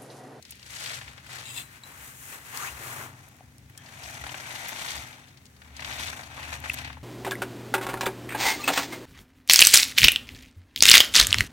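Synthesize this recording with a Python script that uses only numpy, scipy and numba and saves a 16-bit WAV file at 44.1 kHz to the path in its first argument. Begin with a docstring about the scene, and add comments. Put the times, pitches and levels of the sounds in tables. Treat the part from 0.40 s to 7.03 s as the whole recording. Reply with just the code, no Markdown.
"""Dry clay is pushed to and fro over a wire sieve, close by, outdoors, while a motor drones far away.
The first pushes crumble clods in gritty strokes, with ticking crumbs and dull bumps. After a second,
grit rasps on bare wire, the wires ring briefly, and loose soil slides with a softer hiss and one rising
scrape. From about three and a half seconds the grinding is back in force. Towards the end the motor
adds a low throb and a stone snaps free of a wire."""
import sys
import numpy as np
from scipy import signal
from scipy.fft import rfft, irfft
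from scipy.io import wavfile
from scipy.ndimage import uniform_filter1d
from numba import njit

SR = 44100
rng = np.random.default_rng(int(sys.argv[2]) if len(sys.argv) > 2 else 0)


def dump(signal):
    """Clip the signal to [-1, 1] and save it as 16-bit WAV at the path in sys.argv[1]."""
    limited = np.clip(np.atleast_2d(signal).T, -1, 1)
    pcm = np.round(limited * 32767).astype(np.int16)
    wavfile.write(sys.argv[1], SR, pcm)


N = 292383
TIME, HZ = np.arange(N) / SR, np.fft.rfftfreq(N, 1 / SR)


def amp(db):
    """Decibels to gain."""
    return 10 ** (np.asarray(db) / 20)


def unit(x):
    """Scales a sound so that the mean of its channels has rms 1."""
    return x / np.sqrt(np.mean(np.atleast_2d(x).mean(0) ** 2) + 1e-20)


def curves(rows):
    """The columns of a timed table as automation curves, sample by sample."""
    times, *columns = np.transpose(rows)
    return [np.interp(TIME, times, column) for column in columns]


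def during(rows):
    """A soft-edged gate, open while a timed table lasts."""
    return uniform_filter1d(((TIME >= rows[0][0]) & (TIME <= rows[-1][0])) * 1., size=400)


def decay(t, t60):
    """An envelope that falls 60 dB in t60 seconds."""
    return np.exp(-np.log(1000) * t / t60)


def colour(points):
    """An EQ curve through (Hz, dB) points."""
    hz, db = np.transpose(points)
    return amp(np.interp(np.log(HZ + 1), np.log(hz + 1), db))


def shaped(x, gain):
    """Filters by a gain over frequency."""
    return irfft(rfft(x) * gain, N)


def wander(hz):
    """Smooth random modulation, moving at up to about hz."""
    return unit(shaped(rng.standard_normal(N), 1 / (1 + (HZ / hz) ** 4)))


def panned(x, lean_db):
    """Places a sound towards the left by lean_db."""
    return x * amp(np.array([[lean_db], [-lean_db]]) / 2)


def resonate(x, hz, width_hz):
    """A resonance of gain 1 whose pitch may follow a curve."""
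    turn = np.exp(2j * np.pi * np.cumsum(hz * np.ones(N)) / SR)
    pole = np.exp(-np.pi * width_hz / SR)
    return 2 * (turn * signal.lfilter([1 - pole], [1, -pole], x / turn + 1e-18)).real


def add(mix, s, sound):
    """Adds a short sound at s seconds."""
    part = mix[:, max(round(s * SR), 0):][:, :sound.shape[-1]]
    part += sound[..., :part.shape[1]]


def ports(x):
    """Two microphone ports a hand apart: shared direct sound, unrelated scatter."""
    # The image widens in the treble. Each row: frequency in Hz, likeness 0-1, right lead in seconds.
    alike = [(150, .98, 0), (400, .88, 0), (800, .65, .00004), (1600, .55, .0003), (4000, .3, .00033),
             (12000, .12, .00033)]
    # The work lies to the left. Each row: frequency in Hz, left over right in dB.
    balance = [(300, -0.5), (600, 2.5), (1100, 4.5), (4000, 6), (8000, 6), (12000, 1.5)]
    hz, likeness, lead_s = np.transpose(alike)
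    same = np.clip(np.interp(HZ, hz, likeness), 0, 1)
    direct = same * np.exp(2j * np.pi * HZ * np.interp(HZ, hz, lead_s))
    right = shaped(x[0], direct) + shaped(x[1], np.sqrt(1 - same ** 2))
    lean = np.sqrt(colour(balance))
    centre = np.sqrt(lean ** 2 + lean ** -2 + 2 * direct.real) / 2  # keeps the mono sum uncoloured
    return shaped(np.array([x[0], right]), np.array([lean, 1 / lean]) / centre)


def burst(centre_hz, octaves, t60, rise_s, size=4096):
    """A fracture: noise around a centre pitch that starts sharply and dies."""
    t, hz = np.arange(size) / SR, np.fft.rfftfreq(size, 1 / SR) + 1
    band = 1 / (1 + np.abs(np.log2(hz / centre_hz) / octaves) ** 3)
    noise = unit(irfft(rfft(rng.standard_normal((2, size))) * band))
    return noise * (1 - np.exp(-t / rise_s)) * decay(t, t60)


@njit
def scatter(bank, at, which, size, length):
    """Lays grains from a bank at the given samples and sizes."""
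    out = np.zeros((2, length + bank.shape[2]))
    for g in range(len(at)):
        for ch in range(2):
            for i in range(bank.shape[2]):
                out[ch, at[g] + i] += size[g] * bank[which[g], ch, i]
    return out[:, :length]


def grains(per_s, spread_db, t60, clump_db, clump_hz, octaves=1.0, count=400):
    """Countless tiny fractures, from low crumbs to fine sand, bunched as clods catch and give way."""
    pitches = np.geomspace(300, 16000, count)
    bank = np.array([burst(hz, octaves, t60, rise_s=.00005, size=512) for hz in pitches])
    bank *= np.sqrt(pitches)[:, None, None] / np.linalg.norm(bank, axis=2, keepdims=True)  # flat per Hz
    at = np.flatnonzero(rng.random(N) < per_s / SR)
    which = rng.integers(0, count, N)
    size = amp(spread_db * np.minimum(rng.exponential(1, N), 5)) * rng.choice([-1, 1], N)
    cloud = scatter(bank, at, which[at], size[at], N) * amp(clump_db * wander(clump_hz))
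    # Levelled, so that the hand, not chance, sets the strength of a stroke.
    running_rms = np.sqrt(uniform_filter1d((cloud ** 2).mean(0), size=2200) + 1e-12)
    return ports(cloud / running_rms)


def pressure_db(full_s, attack, hold, release, range_db=17.5):
    """The hand leans in, holds and lets go, moving by range_db over the attack and over the release."""
    before = np.maximum(full_s - TIME, 0) / attack
    after = np.maximum(TIME - full_s - hold, 0) / release
    return np.maximum(-range_db * (before + after), -80)


def strokes(rows, texture, eq, rest=(0, 0, 0), coarse_follow=0.92, dust_follow=1.285, firm_db=-44.5):
    """Low crumbs, mid grit and high dust follow the pressure; hard pushes sharpen the grit."""
    low = 1 / (1 + (HZ / 1600) ** 8)
    high = 1 / (1 + (5500 / (HZ + 1)) ** 10)
    bands = np.array([unit(shaped(texture, colour(eq) * band)) for band in (low, 1 - low - high, high)])
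    power = np.zeros((3, N)) + np.square(rest)[:, None]
    for *timing, db, coarse_db, dust_db in rows:
        press = pressure_db(*timing)
        band_db = [coarse_db + coarse_follow * press, press, dust_db + dust_follow * press]
        power += amp(db + np.array(band_db)) ** 2
    coarse, grit, dust = bands * np.sqrt(power)[:, None]
    edge = shaped(grit, 1 / (1 + (3100 / (HZ + 1)) ** 12))
    edge_db = np.maximum(10 * np.log10(power[1]) - firm_db, 0) - 1  # rises dB for dB above a firm push
    return coarse + grit + dust + (amp(edge_db) - 1) * edge


def air(level_db=-58, apart_hz=600, lean_db=0.5):
    """The outdoor bed: the same in both ears in the bass, diffuse above."""
    # Mostly rumble. Each row: frequency in Hz, gain in dB.
    air_eq = [(15, -54), (25, -31), (64, 5), (108, 4.5), (190, 0), (270, -3.5), (439, -10.5), (695, -18),
              (1230, -20), (2050, -15.5), (2410, -22.5), (14800, -28.5), (16000, -25)]
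    mid, side = rng.standard_normal((2, N))
    side = shaped(side, HZ / (HZ + apart_hz))
    bed = shaped(np.array([mid + side, mid - side]), colour(air_eq))
    return amp(level_db) * panned(unit(bed), lean_db)


def motor(throb_hz=74, waver=0.0119, fading_db=2.5, drone_trim_db=-1, growth_db_per_s=1.15):
    """A far motor: low tones that drift together and fade one by one on their way through the air."""
    # The drone swells and sinks. Each row: time in seconds, level in dB before the trim.
    drone_ride = [(0.0, -70), (0.61, -47.5), (0.68, -55), (1.22, -48.5), (1.27, -57.5), (2.03, -56.5),
                  (2.66, -46), (2.88, -56), (3.84, -51), (4.56, -55.5), (4.58, -50), (5.19, -62.5),
                  (5.43, -50.5), (5.95, -51.5), (6.46, -47), (6.63, -54.5)]
    # Its low tones. Each row: pitch in Hz, dB relative to the drone.
    drone_tones = [(97, -8), (124, -4.5), (142, -9.5)]
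    # Its higher tones. Each row: pitch in Hz, dB relative to the whirr.
    whirr_tones = [(192, -9.5), (248, -1.5), (286, -6)]
    # A low throb comes up towards the end. Each row: time in seconds, level in dB.
    throb_ride = [(4.9, -83), (5.174, -58), (5.66, -47.5), (5.81, -61), (6.108, -46.5), (6.59, -48.5),
                  (6.63, -49)]
    drone_db = curves(drone_ride)[0]
    whirr_db = -69.5 + 0.92 * (drone_db + 53.5) + growth_db_per_s * TIME  # follows the drone and grows
    clock = np.cumsum(1 + waver * wander(4.57)) / SR
    throb_db = curves(throb_ride)[0] + wander(12)
    out = amp(throb_db) * np.sin(2 * np.pi * throb_hz * clock + 0.71 * wander(13.0))
    for tones, level_db in (drone_tones, drone_db + drone_trim_db), (whirr_tones, whirr_db):
        for hz, db in tones:
            gain = amp(level_db + db + fading_db * wander(19.4))
            out += gain * np.sin(2 * np.pi * (hz * clock + rng.random()))
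    return panned(np.sqrt(2) * out, lean_db=3.0)


def grinding(trim_db=-2.0, opening_end_s=1.4, patch_width_hz=280):
    """Pushed clods grind roughly; the later pushes also stir the frame and the mesh under the load."""
    # The pushes. Each row: time of full pressure, attack, hold and release in seconds,
    # grit level in dB before the trim, then coarse crumbs and fine dust in dB relative to the grit.
    pushes = [(0.083, 0.09, 0.067, 0.24, -57.5, -21, -9), (0.327, 0.12, 0.091, .1, -45.5, -9, -1.5),
              (0.44, 0.14, 0.11, 0.14, -41.5, -7.5, -2.5), (0.684, 0.2, 0.021, 0.18, -54, -1.5, -7),
              (0.926, 0.12, 0.067, 0.16, -44, -5, -4.5), (2.77, 0.14, 0.076, 0.39, -60.5, 3, -0.5),
              (3.48, 0.2, 0.1, 0.09, -55, -0.5, -2.5), (3.667, 0.24, 0.071, 0.33, -46.5, -1.5, -1.5),
              (3.848, 0.15, 0.13, 0.29, -47.5, -2, -2.5), (4.111, 0.38, 0.2, 0.17, -43.5, -2, -3),
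              (4.414, 0.25, 0.12, 0.3, -40, -3.5, -2.5), (5.253, 0.33, 0.019, 0.067, -67, 5, 2.5),
              (5.488, 0.16, 0.04, 0.15, -41, -3.5, -5.5), (5.594, 0.12, 0.087, 0.13, -39.5, -4.5, -3.5),
              (5.767, 0.26, .03, 0.25, -49, 2, -2), (6, 0.22, 0.069, 0.22, -45.5, 0.5, -6),
              (6.127, 0.087, 0.027, 0.058, -43.5, -2.5, -2.5),
              (6.254, 0.081, 0.096, 0.21, -44.5, -4.5, -5.5), (6.373, 0.033, 0.022, 0.16, -44, -3, -8),
              (6.441, 0.045, .02, 0.12, -45, -5, -17)]
    # The tone of the opening pushes and of the later ones. Each row: frequency in Hz, gain in dB.
    opening_eq = [(180, -43), (300, -10), (885, -3.5), (961, -5.5), (2030, -1), (3400, -2), (5340, -8.5),
                  (7570, -10), (14500, -21.5), (16000, -25)]
    later_eq = [(180, -2), (300, -1), (455, -7), (800, 2.5), (1140, -2), (1700, 0), (2300, 2.5), (3190, -1),
                (3580, -1.5), (5340, -12), (6100, -10), (10200, -17), (11900, -18.5), (14700, -20.5),
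                (16000, -30)]
    # Hollow resonances of the frame. Each row: centre in Hz, width in Hz, boost in dB.
    frame_modes = [(670, 250, 3), (1940, 120, 1.5), (3560, 29, 4.5), (4440, 3200, 1), (5900, 570, 3)]
    # The loaded patch of mesh rings higher or lower as the load moves.
    # Each row: time in seconds, resonance in Hz, blend in dB.
    patch = [(3.9, 2390, -10), (4.12, 2120, -5), (4.55, 2150, -18), (4.8, 2520, -12), (5.5, 2266, -16),
             (5.7, 2300, -11), (6.05, 2630, 1), (6.45, 2460, -10)]
    # A steady trickle under the strokes: crumbs, grit and dust in dB before the trim.
    trickle_db = (-107, -69.5, -71)
    rough = grains(per_s=7000, spread_db=2.0, t60=0.01, clump_db=1.5, clump_hz=57.0)
    frame_db = sum(db / (1 + (2 * (HZ - hz) / width) ** 2) for hz, width, db in frame_modes)
    hollow = shaped(rough, amp(frame_db))
    patch_hz, patch_db = curves(patch)
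    hollow += amp(patch_db) * resonate(hollow, patch_hz, patch_width_hz)
    opening = strokes([row for row in pushes if row[0] < opening_end_s], rough, opening_eq)
    later = strokes([row for row in pushes if row[0] >= opening_end_s], hollow, later_eq, amp(trickle_db))
    return amp(trim_db) * (opening + later)


def ticks(trim_db=-6, octaves=0.94, rise_s=0.00056):
    """Hard crumbs strike the wires with bright, short clicks."""
    # Each row: start in seconds, level in dB before the trim, centre in Hz, t60 in seconds,
    # left over right in dB.
    crumbs = [(0.025, -38.5, 5030, 0.032, 5), (.107, -29.5, 10400, 0.034, 3), (.155, -41, 8000, .015, 8),
              (2.1733, -17.5, 7300, 0.0058, 16), (2.886, -38, 13700, 0.014, -6),
              (2.966, -43, 9000, .01, -2), (3.182, -37, 7470, 0.0096, -3), (3.299, -43.5, 13000, 0.014, -5),
              (3.376, -31, 6900, 0.023, 6), (4.283, -30, 12900, 0.11, -2), (5.055, -41.5, 5350, 0.023, 6),
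              (6.202, -31, 10000, 0.0086, 12), (6.2964, -21, 8100, 0.0097, 0),
              (6.334, -23, 11600, 0.012, -5), (6.342, -19, 10000, 0.012, 0)]
    out = np.zeros((2, N))
    for s, db, hz, t60, lean_db in crumbs:
        add(out, s, amp(db + trim_db) * panned(burst(hz, octaves, t60, rise_s), lean_db))
    return out


def crunches(trim_db=-4.0, octaves=0.87, rise_s=0.0011, thud_hz=800, thud_octaves=0.56, usual_hz=2190):
    """Each big clod breaks in a short burst, coloured by its size, and thuds on the frame."""
    # Each row: start in seconds, level in dB before the trim, centre in Hz, t60 in seconds.
    clods = [(.0505, -41, 3600, 0.033), (.063, -52, 3600, 0.023), (.095, -45, 3600, 0.042),
             (0.1208, -40, 3500, .05), (.194, -45, 3500, 0.034), (.2277, -39, 3400, 0.029),
             (.262, -42, 4800, .04), (0.3644, -34.5, 3420, 0.031), (0.419, -32, 2910, 0.029),
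             (0.4587, -32.5, 3000, .05), (0.5024, -33.5, 2030, 0.052), (.541, -37, 4200, .05),
             (.612, -36.5, 2100, 0.049), (.6785, -40.5, 2440, 0.062), (0.777, -42, 2220, 0.069),
             (3.296, -52.5, 2100, 0.048), (3.4595, -44, 3000, 0.057), (3.634, -40.5, 4230, 0.1),
             (3.68, -37, 1500, 0.023), (3.75, -37, 3400, .025), (3.838, -31.5, 1480, 0.031),
             (3.866, -32.5, 2350, 0.021), (3.8916, -32.5, 2330, .045), (3.942, -33.5, 1840, 0.057),
             (4, -34.5, 2090, 0.027), (4.106, -35, 2080, 0.047), (4.153, -31, 2400, 0.055),
             (4.258, -35, 3300, .025), (4.284, -37, 2080, 0.023), (4.298, -33, 3000, .02),
             (4.358, -38, 2510, 0.076), (4.484, -30.5, 3300, 0.061), (4.5172, -27.5, 3470, 0.027),
             (4.546, -36, 2220, .03), (4.577, -36, 3400, 0.047), (4.728, -43, 2590, .05),
             (4.882, -51, 3900, 0.071), (4.971, -50.5, 3450, 0.065), (5.063, -47.5, 4240, 0.036),
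             (5.164, -54, 3300, 0.054), (5.2172, -44, 2250, 0.041), (5.245, -50, 2300, .05),
             (5.274, -54, 2300, 0.062), (5.3643, -38, 4140, 0.059), (5.3933, -34.5, 2020, 0.046),
             (5.404, -33.5, 3830, 0.03), (5.421, -32, 2040, 0.046), (5.4455, -27.5, 2960, .035),
             (5.526, -32, 2970, 0.024), (5.581, -34, 2210, 0.027), (5.7, -33, 3430, .025),
             (5.729, -34.5, 1710, .04), (5.793, -34.5, 1760, 0.029), (5.833, -40.5, 3000, 0.061),
             (5.977, -35, 1380, 0.028), (6.028, -35, 2610, 0.034), (6.1258, -34.5, 1980, 0.089),
             (6.2381, -33.5, 1880, 0.08), (6.2563, -35, 1710, 0.081), (6.3355, -35.5, 2800, 0.036),
             (6.372, -34, 2570, 0.03), (6.386, -29.5, 2700, 0.037), (6.4458, -34.5, 2600, 0.034),
             (6.475, -36, 2200, 0.043), (6.5013, -36, 1500, 0.03), (6.528, -36.5, 2520, 0.027),
             (6.57, -47, 1100, 0.054)]
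    out = np.zeros((2, N))
    for s, db, hz, t60 in clods:
        crack = burst(hz, octaves, t60, rise_s)
        thud = burst(thud_hz, thud_octaves, t60, rise_s)
        thud_db = -7.5 - 10.5 * np.log2(hz / usual_hz)  # smaller, brighter clods thud less
        add(out, s, amp(db + trim_db) * (crack + amp(thud_db) * thud))
    return ports(out)


def bumps(hz=68, half_s=0.038, sag_hz_per_s=90, lean_db=2):
    """Dull bumps come with the work, a few cycles long and sagging in pitch."""
    # Each row: time of the crest in seconds, level in dB.
    hits = [(.11, -61), (0.319, -54), (.68, -50.5), (0.86, -58), (1.61, -53), (2.339, -48), (3.09, -56),
            (3.267, -54), (3.66, -51), (3.839, -46), (4.589, -45), (5.33, -51.5)]
    out, t = np.zeros((2, N)), np.arange(-SR // 10, SR // 10) / SR
    for s, db in hits:
        swing = np.sin(2 * np.pi * (hz * t - sag_hz_per_s * t ** 2 / 2 + rng.random()))
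        add(out, s + t[0], amp(db) * np.sqrt(2) * swing * np.exp(-(t / half_s) ** 2))
    return panned(out, lean_db)


def wire_rasp(rasp_db=2, rasp_hz=160, handover_db=3, handover_hz=14):
    """Dragged grit catches one bare wire after another, so the modes of the mesh rasp and take turns."""
    # Modes of the mesh. Each row: pitch in Hz, width in Hz, relative level in dB.
    modes = [(2690, 16, 3), (2800, 21, -0.5), (3190, 130, -1), (3476, 34, 3.5), (3790, 63, -2),
             (3960, 26, -2.5), (4230, 30, -10), (4930, 32, -8), (5300, 25, -13), (6810, 65, -1.5),
             (7400, 220, 0), (8000, 40, 0), (8450, 90, -8), (8700, 250, -8), (9450, 150, -9),
             (11400, 500, -11), (13700, 500, -13)]
    # The drag. Each row: time in seconds, level in dB.
    drag = [(1.02, -66), (1.06, -45), (1.15, -44), (1.18, -36), (1.205, -41), (1.23, -52), (1.25, -70)]
    noise_spectrum = rfft(ports(rng.standard_normal((2, N))))
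    ring = np.zeros((2, N))
    for hz, width, db in modes:
        mode = unit(irfft(noise_spectrum / (1 + 2j * (HZ - hz) / width), N))
        ring += amp(db + handover_db * wander(handover_hz)) * mode
    rasp = unit(ring * amp(rasp_db * wander(rasp_hz)))
    return rasp * amp(curves(drag)[0]) * during(drag)


def sliding(trim_db=-0.77):
    """Loose soil slides back in fine, dense grains that blur into a soft hiss."""
    # The slides. Each row: time of full flow, attack, hold and release in seconds,
    # grit level in dB before the trim, then coarse crumbs and fine dust in dB relative to the grit.
    slides = [(1.18, 0.16, 0.017, 0.1, -49.5, -4, 5.5), (1.33, 0.14, 0.045, 0.054, -54.5, -8, -4.5),
              (1.46, 0.073, 0.017, 0.39, -54, -1, -1), (1.63, 0.22, 0.064, 0.093, -52.5, -5, 2),
              (1.83, 0.34, 0.071, 0.19, -55, -12, 6.5), (1.93, 0.13, 0.015, 0.12, -47.5, -3, 0.5),
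              (2.06, 0.11, 0.037, 0.11, -52, -6, 0.5), (2.15, 0.088, .12, 0.19, -43.5, -5.5, -0.5),
              (2.44, 0.2, 0.097, 0.14, -46, -0.5, 1), (2.57, 0.09, 0.074, 0.1, -47.5, 3, -0.5)]
    # Their tone. Each row: frequency in Hz, gain in dB.
    slide_eq = [(150, -2), (250, 3), (420, 2), (560, 0), (800, 4.5), (1200, 3.5), (1550, -1), (2700, -6.5),
                (3500, -10.5), (4900, -14.5), (6100, -7.5), (7800, -6), (15700, -8.5), (16000, -25)]
    fine = grains(per_s=20000, spread_db=0.0, t60=0.011, clump_db=0.74, clump_hz=90)
    return amp(trim_db) * strokes(slides, fine, slide_eq)


def snaps(rise_s=.0005, waver=.04, waver_hz=900, lean_db=5):
    """A stone catches on a wire and snaps free; the soil damps the swinging wire at once."""
    # Each row: start in seconds, level in dB, pitch in Hz, t60 in seconds.
    stones = [(1.1795, -26, 3550, .02), (6.2974, -12.5, 2590, .009), (6.2997, -8, 2590, .008),
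              (6.3005, -26, 2020, .02)]
    out, t = np.zeros((2, N)), np.arange(SR // 20) / SR
    for s, db, hz, t60 in stones:
        pitch_hz = hz * (1 + waver * wander(waver_hz)[:len(t)])
        swing = np.sin(2 * np.pi * np.cumsum(pitch_hz) / SR)
        add(out, s, amp(db) * swing * (1 - np.exp(-t / rise_s)) * decay(t, t60))
    return panned(out, lean_db)


def knocks(lean_db=4, rattle_hz=130):
    """Knocks leave single modes of a wire or the frame ringing, unsteady under the loose grit."""
    # Each row: start in seconds, level in dB, pitch in Hz, t60 in seconds, rattle depth in radians.
    rings = [(1.2, -51, 3975, .35, .6), (1.2, -48, 8080, .28, .6), (1.436, -36, 3980, .03, .8),
             (1.436, -46, 7420, .04, 1.3), (1.44, -51, 3970, .25, .7), (3.008, -40, 730, .03, .4),
             (3.376, -53, 1740, .4, 1.4), (3.376, -53, 3190, .4, 1.4)]
    out, t = np.zeros((2, N)), np.arange(SR // 2) / SR
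    for s, db, hz, t60, rattle in rings:
        phase = 2 * np.pi * hz * t + rattle * wander(rattle_hz)[:len(t)]
        add(out, s, amp(db) * np.sin(phase) * decay(t, t60))
    return panned(out, lean_db)


def scrape(trim_db=-1, width_hz=280, body_hz=1050, body_db=-2.0, hiss_hz=6600, hiss_db=-6):
    """Friction noise in a resonance that climbs as the stroke ends, with a hollow note and a hiss."""
    # Each row: time in seconds, level in dB before the trim, resonance in Hz.
    sweep = [(2.115, -62, 900), (2.135, -49, 920), (2.17, -47, 950), (2.22, -42, 1100), (2.245, -40, 1500),
             (2.265, -42, 2250), (2.29, -45, 2750), (2.32, -62, 2950)]
    level_db, rising_hz = curves(sweep)
    out = np.zeros((2, N))
    for hz, width, db in (rising_hz, width_hz, 0), (body_hz, 600, body_db), (hiss_hz, 1300, hiss_db):
        friction = ports(rng.standard_normal((2, N)))
        out += amp(db) * unit(resonate(resonate(friction, hz, width), hz, width))
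    return out * amp(trim_db + level_db) * during(sweep)


def scene():
    """The sieve up front, the far motor and the outdoor bed behind it."""
    soil = grinding() + sliding() + crunches()
    sieve = ticks() + knocks() + snaps() + wire_rasp() + scrape() + bumps()
    return soil + sieve + motor() + air()


def record(dry, edge_hz=16100):
    """A steep low-pass takes off the very top."""
    low_pass = signal.firwin(511, edge_hz, window=("kaiser", 9), fs=SR)
    return signal.oaconvolve(dry, low_pass[None], "same")


dry = scene()
out = record(dry)
dump(out)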